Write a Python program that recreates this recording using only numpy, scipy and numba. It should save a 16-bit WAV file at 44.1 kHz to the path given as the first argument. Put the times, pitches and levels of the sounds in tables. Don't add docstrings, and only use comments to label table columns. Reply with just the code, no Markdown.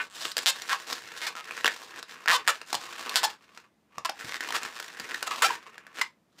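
import sys
import numpy as np
from scipy import signal
from scipy.fft import rfft, irfft
from scipy.io import wavfile
from numba import njit

SR = 44100
rng = np.random.default_rng(int(sys.argv[2]) if len(sys.argv) > 2 else 0)


def int16_out(signal):
    q = np.round(np.clip(np.atleast_2d(signal).T, -1, 1) * 32767)
    wavfile.write(sys.argv[1], SR, q.astype(np.int16))


N = 282240

# (start [s], end [s], first rate [slips/s], last rate [slips/s],
# first level [dB], last level [dB], patch ring [Hz], crispness [dB])
SLIP_TRAINS = [ (.001, 0.014, 370, 290, -25.5, -29.5, 1535, -42),
               (0.1, 0.314, 212, 186, -49.5, -37, 7560, -6.5), (0.46, 0.508, 129, 530, -30, -39, 3760, 13),
               (0.689, 0.732, 173, 273, -28.5, -22, 1565, -7.5),
               (0.73, 0.759, 178, 204, -23, -34, 1115, -7),
               (1.217, 1.26, 270, 320, -32.5, -34.5, 2040, -3.5),
               (1.267, 1.292, 870, 510, -30.5, -37, 2280, -3), (1.365, 1.415, 182, 146, -33, -33, 1310, -9),
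               (1.577, 1.6, 99, 81, -26, -41, 1440, -14.5), (2.2771, 2.315, 153, 173, -17, -15, 1790, -8.5),
               (2.315, 2.367, 235, 510, -19, -26.5, 1130, -3), (2.4768, 2.51, 165, 580, -13, -27, 1430, -5),
               (3.158, 3.2, 270, 510, -21, -40, 6250, 3), (3.232, 3.257, 250, 874, -20, -34, 892, 3),
               (4.049, 4.061, 355, 330, -27, -24, 1090, -4),
               (4.2936, 4.359, 35.7, 55, -31, -25.5, 2010, -6.5),
               (4.544, 4.564, 300, 476, -25, -28.5, 1277, -4.5),
               (4.737, 4.806, 117, 116, -43.5, -37, 2500, -2.5),
               (5.143, 5.147, 1580, 2000, -35.5, -34.5, 1750, -5),
               (5.266, 5.279, 290, 680, -31.5, -26.5, 1280, -4.5),
               (5.311, 5.368, 480, 283, -27.5, -43.5, 1210, -10),
               (5.421, 5.47, 420, 797, -17, -23.5, 1354, -7), (5.496, 5.508, 1150, 990, -49, -26, 970, -17),
               (6.013, 6.022, 840, 1080, -21, -32.5, 2100, -4.5), ]
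# (time [s], level [dB], patch ring [Hz], crispness [dB])
LONE_SLIPS = [(0.253, -13, 3400, -15), (0.317, -30.5, 3880, 4.5), (0.368, -16, 4400, -2.5),
              (0.38, -19, 1700, 0.5), (0.388, -24, 4300, 1.5), (0.62, -38, 4360, 11.5),
              (0.928, -20, 2100, -2.5), (1.353, -25, 1320, -13), (1.443, -40, 3750, 2),
              (1.509, -17.5, 2420, -18.5), (1.645, -1, 2800, -21.5), (1.658, -8.5, 1600, -12),
              (1.665, -6.5, 3390, -14), (1.678, -8, 1810, -12), (2.028, -22, 4000, -11.5),
              (2.259, -18, 1430, -15), (2.615, -21, 2650, -15), (2.729, -18, 850, 0),
              (2.744, -19, 940, -2.5), (2.751, -23.5, 875, 4), (3.094, -26, 1200, 4),
              (3.575, -30, 1360, -9.5), (3.982, -20.5, 1145, -12), (4.092, -19.5, 1430, -23),
              (4.095, -19, 800, -6), (4.407, -20.5, 1850, -6), (4.437, -21.5, 2000, -13),
              (4.488, -26.5, 1010, -5), (4.506, -23, 980, -6), (4.524, -20, 1830, -8.5),
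              (4.632, -27, 2500, -0.5), (4.8, -22, 1440, -6), (4.826, -31.5, 1770, 0),
              (4.843, -35, 1790, -0.5), (4.881, -38, 2000, -0.5), (4.998, -36, 1540, 8),
              (5.227, -15.5, 1500, -4.5), (5.78, -29, 1650, -12.5), (5.867, -33.5, 1660, -11.5)]
# (full contact from [s], full contact to [s],
# first level [dB], last level [dB], crispness [dB])
FINGER_STROKES = [ (.01, 0.078, -36, -59.5, 0.5), (0.163, 0.262, -45, -39, 6),
                  (0.387, 0.419, -39.5, -39.5, 3), (0.561, 0.89, -41.5, -46.5, 1.5),
                  (0.896, 1.008, -37, -45.5, 3.5), (1.013, 1.174, -45, -39.5, 0.5),
                  (1.193, 1.285, -45.5, -35, 0.5), (1.458, 1.646, -41.5, -43, -1.5),
                  (1.65, 1.858, -42.5, -47, 0.5), (1.883, 1.979, -48.5, -42, -3),
                  (2.092, 2.241, -46, -47.5, -2.5), (2.384, 2.417, -40, -44.5, -9),
                  (2.476, 2.628, -41, -52.5, -2.5), (2.693, 2.814, -44.5, -45, 1.5),
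                  (2.833, 3.1, -41.5, -37.5, -1.5), (3.11, 3.314, -35, -43.5, -1.5),
                  (3.39, 3.635, -61.5, -55, -3.5), (3.954, 4.056, -52, -64.5, -5.5),
                  (4.194, 4.364, -42.5, -40.5, 0), (4.407, 4.564, -41, -31, -3),
                  (4.642, 4.694, -34, -41, -0.5), (4.727, 5.087, -47.5, -42.5, -1),
                  (5.109, 5.196, -36, -43, 2), (5.203, 5.536, -43, -33.5, -1.5),
                  (5.626, 5.92, -48.5, -57, -8), (5.985, 6.066, -35, -54.5, -3.5),
                  (6.394, 6.394, -53, -73, 4.5), ]
# (frequency [Hz], width [Hz], level [dB])
BODY_MODES = [(342.5, 224, -2.5), (469.4, 66, -11), (1050, 226, 2), (1274, 439, 7.5), (1734, 600, 6),
              (2690, 625, 6.5)]
# (frequency [Hz], width [Hz], level [dB])
SKIN_MODES = [(3590, 2400, 4), (6050, 2120, 3.5), (6944, 1570, 1), (12000, 27000, -3)]
# (time [s], level [dB])
FINGERTIP_BUMPS = [(0.251, -52), (2.284, -38), (2.741, -41), (3.975, -48), (4.243, -37), (4.996, -40)]
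# (frequency [Hz], relative level per Hz [dB])
ROOM_SPECTRUM = [(30, -28), (65, -8), (113, -10.5), (200, -0.5), (426, -10), (15000, -37.5)]

FLICK_HZ, FLICK_DB, FLICK_CYCLES = 4250, -5.5, 1.3
TEAR_S = 0.0027
LOCKS_AT = .6
UNEVEN = .08
RETUNE_OCT, EDGE_DB = .13, 3
RUB_PER_S, RUB_SPREAD_DB, RUB_HZ = 1500, 5.1, 1424
TOUCH_DB_PER_S, LIFT_DB_PER_S = 349.5, 352.5
WALLS_T60_S, WALLS_DB, WALLS_HZ = 0.15, -11, 5500
ROOM_DB = -68.5
TOP_HZ = 15400


def slips(s, db, hz, crisp_db, patch_db, body_db, skin_db, cycles, ragged, above_hz):
    at = np.clip((s * SR).astype(int), 0, N - 1)
    skin_level_db = db + crisp_db + skin_db
    patch, blow, jerk = np.zeros(N), np.zeros(N), np.zeros(N)
    ring_patches(patch, at, undb(db + patch_db), hz, cycles)
    flick_hz = FLICK_HZ * 2 ** (0.33 * drift(s, 300, 40))
    ring_patches(patch, at, undb(skin_level_db + FLICK_DB), flick_hz, FLICK_CYCLES)
    np.add.at(blow, at, undb(db + body_db))
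    np.add.at(jerk, at, undb(skin_level_db))
    fade = np.exp(-1 / (TEAR_S * SR))
    tear = signal.lfilter([1], [1, -fade], jerk) * rng.standard_normal(N)
    body = ring(blow, BODY_MODES)
    skin = ring(jerk + ragged * tear, SKIN_MODES)
    return signal.lfilter(*signal.butter(3, above_hz, "high", fs=SR), patch + body + skin)


@njit
def ring_patches(out, start, size, hz, cycles):
    for k in range(len(start)):
        w = 2 * np.pi * hz[k] / SR
        turn = np.exp(1j * w - w / (2 * np.pi * cycles))
        z = size[k] + 0j
        for i in range(start[k], min(start[k] + int(40 * cycles / w), len(out))):
            out[i] += z.imag
            z *= turn


def ring(x, modes):
    out = 0
    for k, (hz, width, db) in enumerate(modes):
        r = np.exp(-np.pi * width / SR)
        w = 2 * np.pi * hz / SR
        mode = signal.lfilter([0, np.sin(w)], [1, -2 * r * np.cos(w), r * r], x)
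        out = out + (-1) ** k * undb(db) * mode
    return out


def undb(db):
    return 10 ** (np.asarray(db) / 20)


def drift(s, count, per_s):
    return np.interp(s, np.arange(count) / per_s, rng.standard_normal(count))


def snaps():
    return slips(*np.transpose(LONE_SLIPS), patch_db=-2.0, body_db=-11.5, skin_db=-1.5,
                 cycles=2.67, ragged=0.55, above_hz=360)


def creaks():
    rows = []
    for start, end, first, last, first_db, last_db, hz, crisp_db in SLIP_TRAINS:
        s = start
        for jog, size, tune, edge in rng.standard_normal((99, 4)):
            part = (s - start) / (end - start)
            if part <= 1:
                glide = min(part / LOCKS_AT, 1)
                irregular = 1 - .85 * glide
                scatter = UNEVEN * irregular
                db = first_db + part * (last_db - first_db) + 15 * scatter * size
                patch_hz = hz * 2 ** (RETUNE_OCT * irregular * tune)
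                rows.append((s, db, patch_hz, crisp_db + EDGE_DB * irregular * edge))
                rate = first * (last / first) ** glide
                s += np.exp(scatter * jog) / rate
    return slips(*np.transpose(rows), patch_db=1.0, body_db=0.0, skin_db=12.5,
                 cycles=4.5, ragged=.03, above_hz=687)


def rub():
    gap, size, tune = rng.random((int(3 * RUB_PER_S * N / SR), 3)).T
    s = np.cumsum(-np.log(1 - gap)) / RUB_PER_S
    level_db, crisp_db = strokes(s)
    larger_db = np.minimum(-RUB_SPREAD_DB * np.log(1 - size), 21)
    cluster_db = 1.4 * drift(s, 500, 70)
    db = level_db + larger_db + cluster_db - 4.5
    crisp_db = crisp_db + 3 * drift(s, 300, 40)
    wander_oct = drift(s, 100, 12) / 7
    hz = RUB_HZ * 2 ** (wander_oct + 0.66 * (tune - .5))
    keep = s < N / SR
    rows = np.array([s, db, hz, crisp_db])[:, keep]
    return slips(*rows, patch_db=-9.5, body_db=-11.5, skin_db=-7.5,
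                 cycles=2.82, ragged=0.099, above_hz=323)


def strokes(s):
    start, end, first_db, last_db, crisp_db = np.transpose(FINGER_STROKES)[..., None]
    part = np.clip((s - start) / (end - start), 0, 1)
    contact_db = first_db + part * (last_db - first_db)
    touch_db = TOUCH_DB_PER_S * np.maximum(start - s, 0)
    lift_db = LIFT_DB_PER_S * np.maximum(s - end, 0)
    db = contact_db - touch_db - lift_db
    return db.max(axis=0), crisp_db[db.argmax(axis=0), 0]


def bumps():
    push = np.zeros(N)
    s, db = np.transpose(FINGERTIP_BUMPS)
    push[(s * SR).astype(int)] = undb(db)
    fade = np.exp(-1 / (0.018 * SR))
    thud = signal.lfilter([1], [1, -fade], push) * rng.standard_normal(N)
    return ring(thud, [(150, 75, -22), (330, 210, -19.5)])


def handling():
    t = np.arange(N) / SR
    swell_db = 0.84 * strokes(t)[0] - 61
    lumps_db = 3.2 * drift(t, 200, 25)
    return ring(undb(swell_db + lumps_db) * rng.standard_normal(N), [(183, 50, 6.1)])


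def walls(x):
    t = np.arange(SR // 2) / SR
    build_up = 1 - np.exp(-t / 0.0026)
    decay = np.exp(-np.log(1000) * t / WALLS_T60_S)
    tail = rng.standard_normal(len(t)) * build_up * decay
    tail = signal.lfilter(*signal.butter(1, WALLS_HZ, fs=SR), tail)
    tail = tail * undb(WALLS_DB) / np.sqrt(np.sum(tail ** 2))
    return signal.fftconvolve(x, tail)[:N]


def room_tone():
    f = np.fft.rfftfreq(N, 1 / SR) + 1
    hz, db = np.transpose(ROOM_SPECTRUM)
    shape = undb(np.interp(np.log(f), np.log(hz), db))
    air = irfft(rfft(rng.standard_normal(N)) * shape, N)
    return air * undb(ROOM_DB) / air.std()


def scene():
    balloons = snaps() + creaks() + rub() + bumps() + handling()
    return (balloons + walls(balloons) + room_tone())[None]


def record(dry):
    dry = signal.lfilter(*signal.butter(2, 75, "high", fs=SR), dry)
    return signal.sosfilt(signal.ellip(8, .2, 60, TOP_HZ, fs=SR, output="sos"), dry)


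dry = scene()
out = record(dry)
int16_out(out)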